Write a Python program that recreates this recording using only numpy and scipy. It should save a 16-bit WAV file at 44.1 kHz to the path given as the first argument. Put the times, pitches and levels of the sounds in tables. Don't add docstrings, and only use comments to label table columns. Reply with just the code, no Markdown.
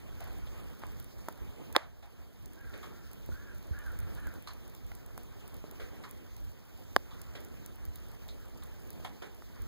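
import sys
import numpy as np
from scipy import signal
from scipy.fft import rfft, irfft, next_fast_len
from scipy.io import wavfile
from scipy.ndimage import uniform_filter1d, map_coordinates

SR = 44100
rng = np.random.default_rng(int(sys.argv[2]) if len(sys.argv) > 2 else 0)


def attenuation_scalar(level_db):
    decades = np.asarray(level_db, float) / 20
    return 10 ** decades


def unload_wav(signal):
    wavfile.write(
        sys.argv[1],
        SR,
        np.round(np.clip(np.atleast_2d(signal).T, -1, 1) * 32767).astype(np.int16),
    )


N = 426447

# time_s, level_db
BREEZE = [(0.0, -60), (0.48, -58), (1.21, -61), (1.67, -59), (1.99, -60.5), (2.56, -62), (2.72, -60.5),
          (3.79, -61), (3.93, -59), (4.23, -57.5), (4.63, -63), (6.11, -60), (6.57, -65), (7.24, -60.5),
          (8.56, -61.5), (9.07, -59.5), (9.32, -63.5), (9.67, -62)]
# centre_s, over_breeze_db, half_width_s
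GUSTS = [
    (.3, 5, 0.23),
    (1.44, 7, 0.073),
    (3.31, 7, .05),
    (3.94, 5.5, 0.17),
    (4.9, 8, 0.061),
    (6.46, 7.5, 0.057),
    (7.94, 3, 0.42),
    (9.67, 12, .07),
]
# start_s, peak_db, pitch_hz
PUFFS = [
    (1.416, -30, 61),
    (3.71, -21, 78),
    (9.599, -30, 63.6),
]
# frequency_hz, density_db
RUMBLE = [(12, -9), (25, -19.5), (40, 3.5), (60, 4), (80, 0.5), (110, -4), (200, -20), (500, -31.5),
          (900, -60)]
# frequency_hz, density_db
SOUGH = [(60, -21), (150, 4.4), (250, 1.5), (400, -1.5), (700, -8.5), (1000, -11.5), (1500, -14),
         (2200, -17.5), (3200, -18.5), (5000, -31.5), (9000, -30)]
# frequency_hz, density_db
FIZZ = [(1500, -11.5), (4000, -5.5), (6500, -6.5), (9000, -14.5), (11500, -12), (13500, -5), (15200, -5)]
# frequency_hz, t60_s
WOODS = [(300, 0.86), (2000, 0.33), (10000, 0.058)]
# start_s, length_s, rise_s, top_pitch_hz, level_db
CAWS = [
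    (2.564, 0.2, 0.042, 558, -61.5),
    (2.926, 0.18, 0.023, 461.5, -66),
    (3.31, 0.28, .12, 575.4, -60),
    (3.73, .22, .06, 605.5, -54),
    (3.964, 0.191, 0.025, 462, -65.5),
    (4.167, .17, .045, 606, -55),
]
# frequency_hz, gain_db
THROAT = [(300, -59), (800, -66), (1150, -13), (1400, -2), (1650, -1), (2100, -23), (3000, -15),
          (5000, -50)]
# frequency_hz, gain_db
SPRAY = [(2000, -40), (5000, -1.5), (9000, -16), (13000, -7.1), (15500, -11)]
# start_s, peak_db
TICKS = [(0.276, -52), (0.33, -56), (0.383, -53), (0.4638, -55), (0.7943, -53), (0.867, -49.5),
         (0.9185, -54), (1.0262, -52), (1.1854, -55), (1.3245, -51), (2.5331, -50), (2.7765, -52),
         (3.114, -51), (3.2605, -51), (3.8626, -51), (3.9186, -52), (4.3388, -50), (4.4236, -50),
         (4.473, -52), (4.534, -50), (4.678, -51), (4.749, -47), (4.866, -55), (4.9177, -52), (5.0615, -51),
         (5.2325, -51), (5.5668, -52), (6.365, -48), (7.7572, -53.5), (8.9297, -52)]
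# start_s, peak_db, pitch_hz
DRIPS = [(0.205, -45.5, 13800), (0.2412, -49.5, 10700), (0.999, -43, 12300), (1.043, -49, 11900),
         (1.2853, -38.5, 12700), (1.726, -43.5, 8800), (2.458, -46, 6620), (3.1321, -46, 11400),
         (3.789, -48.5, 7100), (3.9885, -44, 8500), (4.0017, -47.5, 8900), (4.1498, -49, 10330),
         (4.27, -44, 10800), (4.4844, -50, 4570), (4.9508, -45.5, 8850), (5.177, -41, 9800),
         (5.4777, -47, 10500), (5.542, -47.5, 11800), (5.711, -45, 12900), (6.1106, -43.5, 8700),
         (7.2155, -42, 6100), (7.4047, -50.5, 12100), (7.4476, -46.5, 8100), (7.661, -42.5, 7700),
         (7.8522, -45, 11900), (7.9572, -42.5, 11300), (8.281, -48, 11100), (8.6353, -46, 10600),
         (8.9037, -41.5, 11300), (9.619, -47, 11500)]
# start_s, peak_db, body_hz, t60_s, left_over_right_db
TAPS = [
    (0.836, -37, 1130, 0.0058, 3),
    (1.285, -33, 920, 0.016, 2),
    (3.29, -46.5, 356, 0.033, 22),
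    (4.269, -47, 1410, 0.012, -3),
    (4.917, -50.5, 2050, 0.01, -14),
    (5.178, -39, 910, 0.0033, 2),
    (5.641, -44, 415, 0.03, -10),
    (9.0, -45.5, 414, 0.02, 0),
    (9.422, -48.5, 1310, 0.0072, 2),
]
# start_s, peak_db, twig_hz, t60_s
SCATTER = [(0.202, -34.5, 700, 1), (0.469, -39, 603, 0.087), (0.58, -45, 1240, 0.43),
           (0.699, -41, 466, 0.17), (0.817, -38.5, 940, 0.33), (1.766, -31.5, 637, 0.37),
           (2.026, -40, 795, 0.32), (2.735, -30, 410, 0.55), (2.829, -35.5, 1160, 0.25),
           (4.473, -34, 1085, 0.26), (5.798, -26.5, 454, 0.36), (6.036, -34.5, 1130, 0.21),
           (7.108, -46, 1190, 1), (7.351, -25, 418, 0.21), (8.286, -37.5, 479, 0.15),
           (8.622, -38.5, 1130, 0.12), (9.047, -25.5, 810, 0.17), (9.219, -27.5, 430, 0.29),
           (9.222, -35, 840, 0.28), (9.561, -49.5, 1280, 1)]
# start_s, peak_db, ice_hz, t60_s
CHIPS = [(0.469, -42, 3260, .09), (1.831, -50.5, 3700, 0.12), (2.026, -54, 3600, .2),
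         (2.735, -50, 3650, 0.16), (2.829, -44, 3280, .2), (4.472, -38, 4180, 0.19),
         (6.036, -45.5, 4160, 0.13), (7.108, -46, 3500, 0.23), (7.352, -40, 3360, 0.13),
         (8.286, -38.5, 3870, 0.15), (8.622, -46.5, 3720, 0.11), (9.047, -33.5, 3270, 0.098),
         (9.22, -43, 3260, 0.13)]
# start_s, peak_db, contact_s, ring_db, left_over_right_db
BLOWS = [
    (1.7639, -2, .00007, -9, -16),
    (6.9636, -7, .0001, -1, -12),
]
# frequency_hz, level_db, silent_after_s
CASE = [
    [(356, -5, 0.018), (540, 3, 0.011), (900, 1, 0.0057), (1270, 4, 0.0042), (3470, 7.5, 0.0023),
     (4800, -2, 0.003)],
    [(270, -4, 0.016), (420, -2, 0.011), (560, 4, 0.0088), (774, 6, 0.0078), (1150, 4, 0.0066),
     (1610, 6, .004), (2900, -3, .004), (4600, -3, 0.003)],
]
# left_over_right_db, left_lag_s
RING_SIDE = [
    (-21, 0.00021),
    (-10.5, 0.000065),
]
# start_s, end_s, level_db, pitch_hz
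SKID = (1.7502, 1.7645, -33, 1050)
BAND_EDGES = np.r_[0:200:8, 200:1025:16]


def unit(x):
    return x / np.sqrt(np.mean(x ** 2) + 1e-20)


def along(points, hz):
    f, v = np.transpose(points)
    return np.interp(np.log(hz + 1), np.log(f + 1), v)


def wobble(rate_hz):
    knots = rng.standard_normal((2, int(N * rate_hz / SR) + 4))
    place = np.arange(N) * rate_hz / SR
    return np.array([map_coordinates(k, [place]) for k in knots])


def filtered(x, response):
    m = next_fast_len(x.shape[-1] + 4096)
    spectrum = rfft(x, m) * response(np.fft.rfftfreq(m, 1 / SR))
    return irfft(spectrum, m)[..., :x.shape[-1]]


def resonance(centre_hz, q):
    return lambda f: 1j * f * centre_hz / q / (centre_hz ** 2 - f * f + 1j * f * centre_hz / q)


def rush(spectrum, patchy_db):
    z = signal.stft(rng.standard_normal((2, N)), nperseg=512)[2]
    field = rng.standard_normal(z.shape[1:])
    field = uniform_filter1d(uniform_filter1d(field, 8, 0), 8, 1)
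    pair = signal.istft(z * attenuation_scalar(patchy_db * unit(field)), nperseg=512)[1][:, :N]
    return unit(filtered(pair, lambda hz: attenuation_scalar(along(spectrum, hz))))


def add(out, start_s, sound, pan_db):
    piece = out[:, round(start_s * SR):][:, :sound.shape[-1]]
    sides = attenuation_scalar(np.array([[pan_db / 2], [-pan_db / 2]]))
    piece += (sound * sides)[:, :piece.shape[1]]


def breeze():
    s, db = np.transpose(BREEZE)
    return np.interp(np.arange(N) / SR, s, db)


def air():
    stir_db = .9 * wobble(9)
    sough = attenuation_scalar(breeze() + 4.0 + stir_db) * rush(SOUGH, patchy_db=2.0)
    sough = sough * attenuation_scalar(np.array([[1.5], [-1.5]]))
    flicker_db = 1.8 * wobble(30)[0]
    return sough + attenuation_scalar(-68 + 1.0 + flicker_db) * rush(FIZZ, patchy_db=1.9)


def wind():
    mean_db, swing = -67.5, 0.94
    breeze_db = breeze()
    t = np.arange(N) / SR
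    gust_db = sum(db * np.exp(-((t - s) / width) ** 2) for s, db, width in GUSTS)
    buffet_db = mean_db + swing * (breeze_db - breeze_db.mean()) + gust_db
    rumble = unit(attenuation_scalar(3 * wobble(9)) * rush(RUMBLE, patchy_db=1.1))
    out = attenuation_scalar(buffet_db + 17) * rumble
    t = np.arange(4410) / SR
    for s, db, hz in PUFFS:
        knock = np.sin(2 * np.pi * hz * t) * (1 - np.exp(-t / 0.0039))
        add(out, s, attenuation_scalar(db + 5.0 - 60 * t / 0.084) * knock, -6)
    return out


def woods(x):
    hz, t, z = signal.stft(rng.standard_normal((2, SR // 2)), SR, nperseg=256)
    decay = attenuation_scalar(-60 * t / along(WOODS, hz)[:, None])
    tail = signal.istft(z * decay, SR, nperseg=256)[1]
    return signal.fftconvolve(np.atleast_2d(x), tail / np.linalg.norm(tail[0]), axes=1)[:, :N]


def crow():
    rest_hz, onset_share = 436, .3
    attack_s, release_s, fade_db = 0.012, 0.038, 3.5
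    t = np.arange(N) / SR
    hz, gain = np.full(N, float(rest_hz)), np.zeros(N)
    for s, length, rise, top_hz, db in CAWS:
        u = t - s
        onset = -np.arccos(np.sqrt(onset_share))
        arch = np.interp(u, [0, rise, length], [onset, 0, np.pi / 2])
        hz += (top_hz - rest_hz) * np.cos(arch) ** 2 * (u > 0)
        edges = np.clip(np.minimum(u / attack_s, (length - u) / release_s), 0, 1)
        gain += edges * attenuation_scalar(db - fade_db * np.clip(u / length - .5, -1, 1))
    phase = 2 * np.pi * np.cumsum(hz * (1 + .03 * wobble(150)[0])) / SR
    pulses = sum(np.cos(k * phase) for k in range(2, 6))
    pulses = pulses * (1 + .4 * np.cos(phase / 2))
    hoarse = 1 + .5 * wobble(220)[0]
    voice = filtered(attenuation_scalar(-2.5) * gain * pulses * hoarse, lambda f: attenuation_scalar(along(THROAT, f)))
    return voice * attenuation_scalar(np.array([[1.5], [-1.5]])) + attenuation_scalar(-5.5) * woods(voice)


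def drizzle():
    count = 1500
    when, size = rng.random((count, 2)).T
    hits = np.zeros((2, N))
    hit_db = -66 + 7.3 * size ** 2 + 2.4 * rng.standard_normal((2, count))
    hits[:, (when * (N - 1)).astype(int)] = attenuation_scalar(hit_db)
    t = np.arange(300) / SR
    envelope = signal.fftconvolve(hits, attenuation_scalar(-60 * t / 0.021)[None], axes=1)[:, :N]
    spray = envelope * rng.standard_normal((2, N))
    return filtered(spray, lambda hz: attenuation_scalar(along(SPRAY, hz)))


def drips():
    out, t = np.zeros((2, N)), np.arange(1024) / SR
    faint = [(rng.random() * N / SR, -58.5 - 2.5 * rng.standard_normal()) for _ in range(110)]
    far = []
    for s, db in TICKS + faint:
        hz = 11500 * np.exp(.25 * rng.standard_normal())
        far.append((s, db, np.clip(hz, 4000, 15000)))
    for s, db, hz in DRIPS + far:
        burst = t / .0007 * np.exp(-t / .0007) + .04 * attenuation_scalar(-60 * t / .08)
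        spray = rng.standard_normal((2, len(t))) * burst
        own, edge, splat = resonance(hz, q=1.4), resonance(14800, q=2.5), resonance(4500, q=.6)
        tick = filtered(spray, lambda f: .8 * own(f) - 1.3 * edge(f) + .25 * splat(f))
        add(out, s, attenuation_scalar(db - 15.0) * unit(tick), 1.8 * rng.standard_normal())
    return out


def taps():
    out, t = np.zeros((2, N)), np.arange(2048) / SR
    partials = [(.4, .9), (.7, .8), (1, 1), (1.4, .5)]
    for s, db, hz, t60, pan_db in TAPS:
        ring = sum(size * np.sin(2 * np.pi * ratio * hz * t) for ratio, size in partials)
        body = resonance(hz, q=.7)
        puff = filtered(rng.standard_normal((2, len(t))), lambda f: body(f) ** 2)
        add(out, s + 0.00026, attenuation_scalar(db - 60 * t / t60) * (ring + 0.63 * puff), pan_db)
    return out


def grains(t60):
    t = np.arange(SR // 5) / SR
    clumps = attenuation_scalar(1.5 * unit(uniform_filter1d(rng.standard_normal(len(t)), size=90)))
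    envelope = attenuation_scalar(-60 * t / t60) * (1 - np.exp(-t / 0.00028))
    return rng.standard_normal((2, len(t))) * clumps * envelope


def scatter():
    out = np.zeros((2, N))
    for s, db, hz, t60 in SCATTER:
        twig, wood = resonance(hz, q=3.5), resonance(1400, q=.8)
        rattle = filtered(grains(t60), lambda f: twig(f) + .18 * wood(f) ** 2)
        add(out, s, attenuation_scalar(db - 1.5) * rattle, 0)
    for s, db, hz, t60 in CHIPS:
        add(out, s, attenuation_scalar(db) * filtered(grains(t60), resonance(hz, q=8)), 0)
    return out


def skid(out):
    s, end, db, hz = SKID
    noise = rng.standard_normal((2, round((end - s) * SR)))
    scrape = filtered(noise, lambda f: resonance(hz, q=.8)(f) ** 2 + .03)
    add(out, s, attenuation_scalar(db) * unit(scrape), -2)
    t = np.arange(SR // 6) / SR
    crumbs = filtered(rng.standard_normal((2, len(t))), lambda f: resonance(1000, q=.7)(f) ** 2)
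    add(out, end + .002, attenuation_scalar(db - 12.0 - 60 * t / 0.29) * unit(crumbs), 0)


def blows():
    out, t = np.zeros((2, N)), np.arange(1500) / SR
    for (s, db, contact, ring_db, pan_db), modes, (side_db, lag) in zip(BLOWS, CASE, RING_SIDE):
        u = t / contact
        push = 1.2 * u ** 2 * (3 - u) * np.exp(-u)
        add(out, s, attenuation_scalar(db + pan_db / 2) * push, pan_db)
        crack = rng.standard_normal((2, len(t)))
        add(out, s, attenuation_scalar(db - 21 - 60 * t / 0.005) * crack, -3)
        port_t = t - np.array([[lag], [0]])
        ring = sum(attenuation_scalar(level - 60 * (t / life) ** 2) * np.sin(2 * np.pi * hz * port_t)
                   for hz, level, life in modes)
        add(out, s, attenuation_scalar(db + ring_db - 16.0) * ring * (1 - np.exp(-t / 0.0003)), side_db)
    skid(out)
    return filtered(out, lambda f: (1j * f / (150 + 1j * f)) ** 2)


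def scene():
    near = taps() + scatter()
    since = np.arange(N) / SR - BLOWS[0][0] - .003
    duck = attenuation_scalar(-7 * (since > 0) * np.exp(-(since / 0.67) ** 2))
    background = drips() + drizzle() + wind() + air()
    return near + attenuation_scalar(-18.5) * woods(near) + blows() + crow() + duck * background


def joint(x):
    z = signal.stft(np.array([x[0] + x[1], x[0] - x[1]]) / 2, nperseg=2048)[2]
    power = np.add.reduceat(np.abs(z) ** 2, BAND_EDGES, axis=1)
    under_db = np.interp(BAND_EDGES, [40, 50, 150, 250], [60, 13, 12, 8])[:, None]
    kept = power > attenuation_scalar(-2 * under_db) * power[::-1]
    treble = power[:, 25:].sum(axis=(0, 1))
    kept |= treble > 3 * np.median(treble)
    kept = np.repeat(kept, np.diff(np.r_[BAND_EDGES, 1025]), axis=1)
    mid, side = signal.istft(z * kept, nperseg=2048)[1][:, :N]
    return np.array([mid + side, mid - side])


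def band_limit(x):
    return signal.sosfilt(signal.butter(12, 16810, fs=SR, output="sos"), x)


def record(dry):
    cross_delay, cross_share = 16, .97
    top_hz = 15620
    late = np.pad(dry, ((0, 0), (cross_delay, 0)))[::-1, :N]
    wide = (dry - cross_share * late) * attenuation_scalar(np.array([[0], [1.7]]))
    top_edges = [top_hz - 200, top_hz + 100, 16450, 16500]
    top = filtered(wide, lambda hz: np.interp(hz, top_edges, [0, .5, .3, 0]))
    power = uniform_filter1d(np.sum(top ** 2, axis=0), size=256)
    loud = power > 2.5 ** 2 * np.median(power)
    click = uniform_filter1d(1. * loud, size=128)
    below = filtered(wide, lambda hz: np.interp(hz, top_edges[:2], [1, 0]))
    mix = np.clip(joint(below + click * top), -1, 1)
    return band_limit(mix)


dry = scene()
out = record(dry)
unload_wav(out)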